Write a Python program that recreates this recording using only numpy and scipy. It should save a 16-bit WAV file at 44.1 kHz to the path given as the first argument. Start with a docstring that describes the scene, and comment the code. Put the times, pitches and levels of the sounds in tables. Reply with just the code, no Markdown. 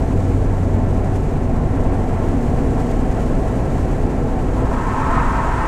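"""Inside a car at highway speed, entering a tunnel.
From the start air hisses past the windscreen, the engine hums, and the road shakes body and tyres.
At 1.65 s the asphalt coarsens; near 2 s the engine load eases; ripples then excite the air in the tyres.
From 4.25 s tunnel walls return the ringing of the treads as a hum near 1 kHz, and the hiss grows.
From 4.6 s the road noise dips about 2 dB; the hum swells once near 5.2 s, then continues."""
import sys
import numpy as np
from scipy import signal
from scipy.fft import rfft, irfft
from scipy.io import wavfile
from scipy.ndimage import uniform_filter1d

SR = 44100
rng = np.random.default_rng(int(sys.argv[2]) if len(sys.argv) > 2 else 0)


def store_pcm(level_fs):
    """Save levels as 16-bit WAV."""
    pcm = np.round(np.clip(level_fs, -1, 1) * 32767).astype(np.int16)
    wavfile.write(sys.argv[1], SR, np.atleast_2d(pcm).T)


N = 250047
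TIME_S = np.arange(N) / SR
FREQS_HZ = np.maximum(np.arange(N // 2 + 1) * SR / N, 1)

COARSE_START_S, COARSE_FADE_S = 1.65, 0.14
TUNNEL_START_S, TUNNEL_FADE_S = 4.25, 1
ROAD_DIP_START_S, ROAD_DIP_FADE_S = 4.62, 0.23


def from_db(db):
    """Decibels to gain."""
    return 10 ** (np.asarray(db) / 20)


def unit_rms(x):
    """Scale to rms 1."""
    return x / np.sqrt(np.mean(x ** 2) + 1e-20)


def curve(rows):
    """Linear interpolation of (time [s], value) rows."""
    times_s, values = np.transpose(rows)
    return np.interp(TIME_S, times_s, values)


def fade_in(start_s, length_s):
    """Smooth step, 0 to 1."""
    return np.sin(np.pi / 2 * np.clip((TIME_S - start_s) / length_s, 0, 1)) ** 2


def bump(at_s, sigma_s):
    """Gaussian pulse, height 1."""
    return np.exp(-.5 * ((TIME_S - at_s) / sigma_s) ** 2)


def drift(corner_hz):
    """Low-passed noise, rms 1."""
    return unit_rms(irfft(rfft(rng.standard_normal(N)) / (1 + (FREQS_HZ / corner_hz) ** 2), N))


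def resonant_noise(spectrum, modes=()):
    """Random forcing through a broad spectrum and narrow resonances, rms 1."""
    hz, level_db = np.transpose(spectrum)
    colour_db = np.interp(np.log(FREQS_HZ), np.log(hz), level_db)
    for centre_hz, width_hz, lift_db in modes:
        colour_db += lift_db / (1 + (2 * (FREQS_HZ - centre_hz) / width_hz) ** 2)
    rolloff = (np.minimum(FREQS_HZ / hz[0], 1) * np.minimum(hz[-1] / FREQS_HZ, 1)) ** 2
    return unit_rms(irfft(rfft(rng.standard_normal(N)) * from_db(colour_db) * rolloff, N))


def enclosure():
    """Open road 0, inside the tunnel 1."""
    return fade_in(TUNNEL_START_S, TUNNEL_FADE_S)


def road_steps_db(coarse_db, dip_db):
    """Cumulative level steps: coarse asphalt, then a level dip in the tunnel."""
    return (coarse_db * fade_in(COARSE_START_S, COARSE_FADE_S)
            + dip_db * fade_in(ROAD_DIP_START_S, ROAD_DIP_FADE_S))


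def wind_hiss(open_db=-49, tunnel_lift_db=5, flutter_db=1.03, treble_hz=10000):
    """Eddies make the air hiss flutter and spit; louder, steadier and duller in the tunnel."""
    # head wind gusts: (time [s], level change [dB])
    gusts = [(0.2, 1.1), (0.85, -1.7), (1.15, 0.7), (1.5, -1.7), (2.9, 2.1), (3.85, 1.1), (4.3, 0)]
    # brief spits of the air flow: (time [s], rise [dB])
    spits = [(1.163, 4), (1.208, 3), (2.29, 4.5), (2.803, 3), (2.913, 4)]
    # air flow noise: (frequency [Hz], density [dB])
    spectrum = [(1500, 0), (2500, 4), (3000, 2), (3400, -.7), (4100, -1.5), (5100, -3.4), (6200, -.8),
                (7500, .1), (8400, -2.2), (8900, -5.4), (10000, -7.7), (12000, -13), (14000, -17),
                (15600, -22)]
    hiss = resonant_noise(spectrum)
    treble = irfft(rfft(hiss) * (1 - 1 / (1 + (FREQS_HZ / treble_hz) ** 8)), N)
    shelter = 0.37 * enclosure()
    spit_db = sum(rise_db * bump(at_s, sigma_s=0.0048) for at_s, rise_db in spits)
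    level_db = open_db + curve(gusts) + tunnel_lift_db * enclosure() + spit_db
    level_db += flutter_db * (1 - shelter) * drift(corner_hz=28)
    extra_treble = from_db(0.5 * spit_db) - 1 - shelter
    return from_db(level_db) * (hiss + extra_treble * treble)


def engine_hum(coast_hz=92.7, pull_hz_per_db=0.1, wander_hz=0.39, waver_db=0.9, octave_db=-17):
    """Firing tone and weak octave boom in the cabin; level and pitch sink as the load eases."""
    # firing tone under changing load: (time [s], level [dB])
    load = [(0, -22.3), (.6, -19.7), (1.6, -27), (1.98, -23), (2.2, -31.5), (5.67, -34.5)]
    level_db = curve(load)
    firing_hz = coast_hz + pull_hz_per_db * (level_db - level_db.min())
    firing_hz += wander_hz * drift(corner_hz=4.0)
    phase = 2 * np.pi * np.cumsum(firing_hz) / SR
    tone = np.sqrt(2) * (np.sin(phase) + from_db(octave_db) * np.sin(2 * phase))
    return from_db(level_db + waver_db * drift(corner_hz=4.3)) * tone


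def body_shake(level_db=-19.2, compression=0.22):
    """The sprung body trembles at tens of hertz; dampers restrain the larger swings."""
    # body vibration: (frequency [Hz], density [dB])
    spectrum = [(5, -26), (13, -2), (22, -2), (28, 1.5), (42, -4), (53, -.5), (72, -9.5), (100, -13),
                (150, -30)]
    shake = resonant_noise(spectrum)
    local_power = uniform_filter1d(shake ** 2, size=SR // 12)
    return from_db(level_db) * unit_rms(shake / local_power ** (compression / 2))


def road_rumble(level_db=-22.5):
    """Asphalt texture shakes the floor pan, which drives the cabin modes."""
    # floor pan rumble: (frequency [Hz], density [dB])
    spectrum = [(60, -12.5), (105, -1), (135, -1.5), (180, -4.5), (218, -7), (320, -7), (440, -9),
                (560, -12.5), (750, -19.5), (1500, -59)]
    # cabin resonances: (centre [Hz], width [Hz], lift [dB])
    modes = [(143.3, 15, 5), (202, 11, 3.5), (388, 54, 1.5), (484, 21, 3.5)]
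    road_db = road_steps_db(coarse_db=1.27, dip_db=-2.5)
    return from_db(level_db + road_db) * resonant_noise(spectrum, modes)


def tyre_cavities(level_db=-27.0, ripple_db=4, ripple_start_s=2.23, ripple_end_s=3.06):
    """The air ring in each tyre resonates near 250 Hz, most on rippled road."""
    # tyre air band: (frequency [Hz], density [dB])
    spectrum = [(215, -10), (235, 0), (280, 0), (310, -12)]
    # cavity resonance, split by rolling: (centre [Hz], width [Hz], lift [dB])
    modes = [(236, 11, 13), (259, 11, 12), (278, 12, 9.5)]
    rippled = fade_in(ripple_start_s, length_s=0.16) - fade_in(ripple_end_s, length_s=0.16)
    road_db = road_steps_db(coarse_db=-0.77, dip_db=-2.2) + ripple_db * rippled
    return from_db(level_db + road_db) * resonant_noise(spectrum, modes)


def tread_roar(level_db=-32.0, patchiness_db=0.83):
    """Tread blocks slap the road and ring, varying by patch, surging on meeting coarse asphalt."""
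    # tread slap: (frequency [Hz], density [dB])
    spectrum = [(350, -34), (620, -2.5), (760, -1), (950, -6.5), (1070, -4.5), (1220, -14.5), (1750, -14.5),
                (2450, -23), (2900, -28), (3300, -34.5), (5000, -45)]
    # tread resonances: (centre [Hz], width [Hz], lift [dB])
    modes = [(661, 37, 7.4), (749, 25, 6.5), (886, 10.4, 9.3), (1328, 74, 6.9), (1640, 54, 2.1),
             (1960, 41, 2.9), (2310, 70, 2)]
    road_db = road_steps_db(coarse_db=1.5, dip_db=-1.5) + patchiness_db * drift(corner_hz=13)
    surge_db = 0.5 * bump(COARSE_START_S + COARSE_FADE_S, sigma_s=0.095)
    return from_db(level_db + road_db + surge_db) * resonant_noise(spectrum, modes)


def tunnel_hum(level_db=-22.5, swell_db=3.3, waver_db=0.43):
    """The walls return the pipe tones of the tread grooves, smeared into a hum near 1 kHz."""
    # reflected tyre noise: (frequency [Hz], density [dB])
    spectrum = [(560, -28), (790, -15.5), (870, -2.5), (1070, -2), (1170, -9), (1420, -11.5), (1800, -14.3),
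                (2150, -21), (2650, -25.8), (3300, -36), (4500, -47), (9000, -66)]
    # reflected groove tones: (centre [Hz], width [Hz], lift [dB])
    modes = [(672, 45, 16), (780, 30, 7.6), (868, 22, 6.1), (944, 38, 4.9), (1059, 60, 4.2),
             (1273, 19, 6.6), (1317, 66, 7.5), (1572, 17, 11.4), (1820, 64, 5.2), (2010, 32, 3.4)]
    change_db = swell_db * bump(at_s=5.18, sigma_s=0.05) + waver_db * drift(corner_hz=8.0)
    return enclosure() * from_db(level_db + change_db) * resonant_noise(spectrum, modes)


def scene():
    """Mono sum at a microphone above the dashboard."""
    tyres = road_rumble() + tyre_cavities() + tread_roar() + tunnel_hum()
    return (engine_hum() + body_shake() + tyres + wind_hiss())[None]


def record(dry):
    """Steep elliptic low-pass."""
    cutoff_hz = 15700
    return signal.sosfilt(signal.ellip(12, .1, 90, cutoff_hz, fs=SR, output="sos"), dry)


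dry = scene()
out = record(dry)
store_pcm(out)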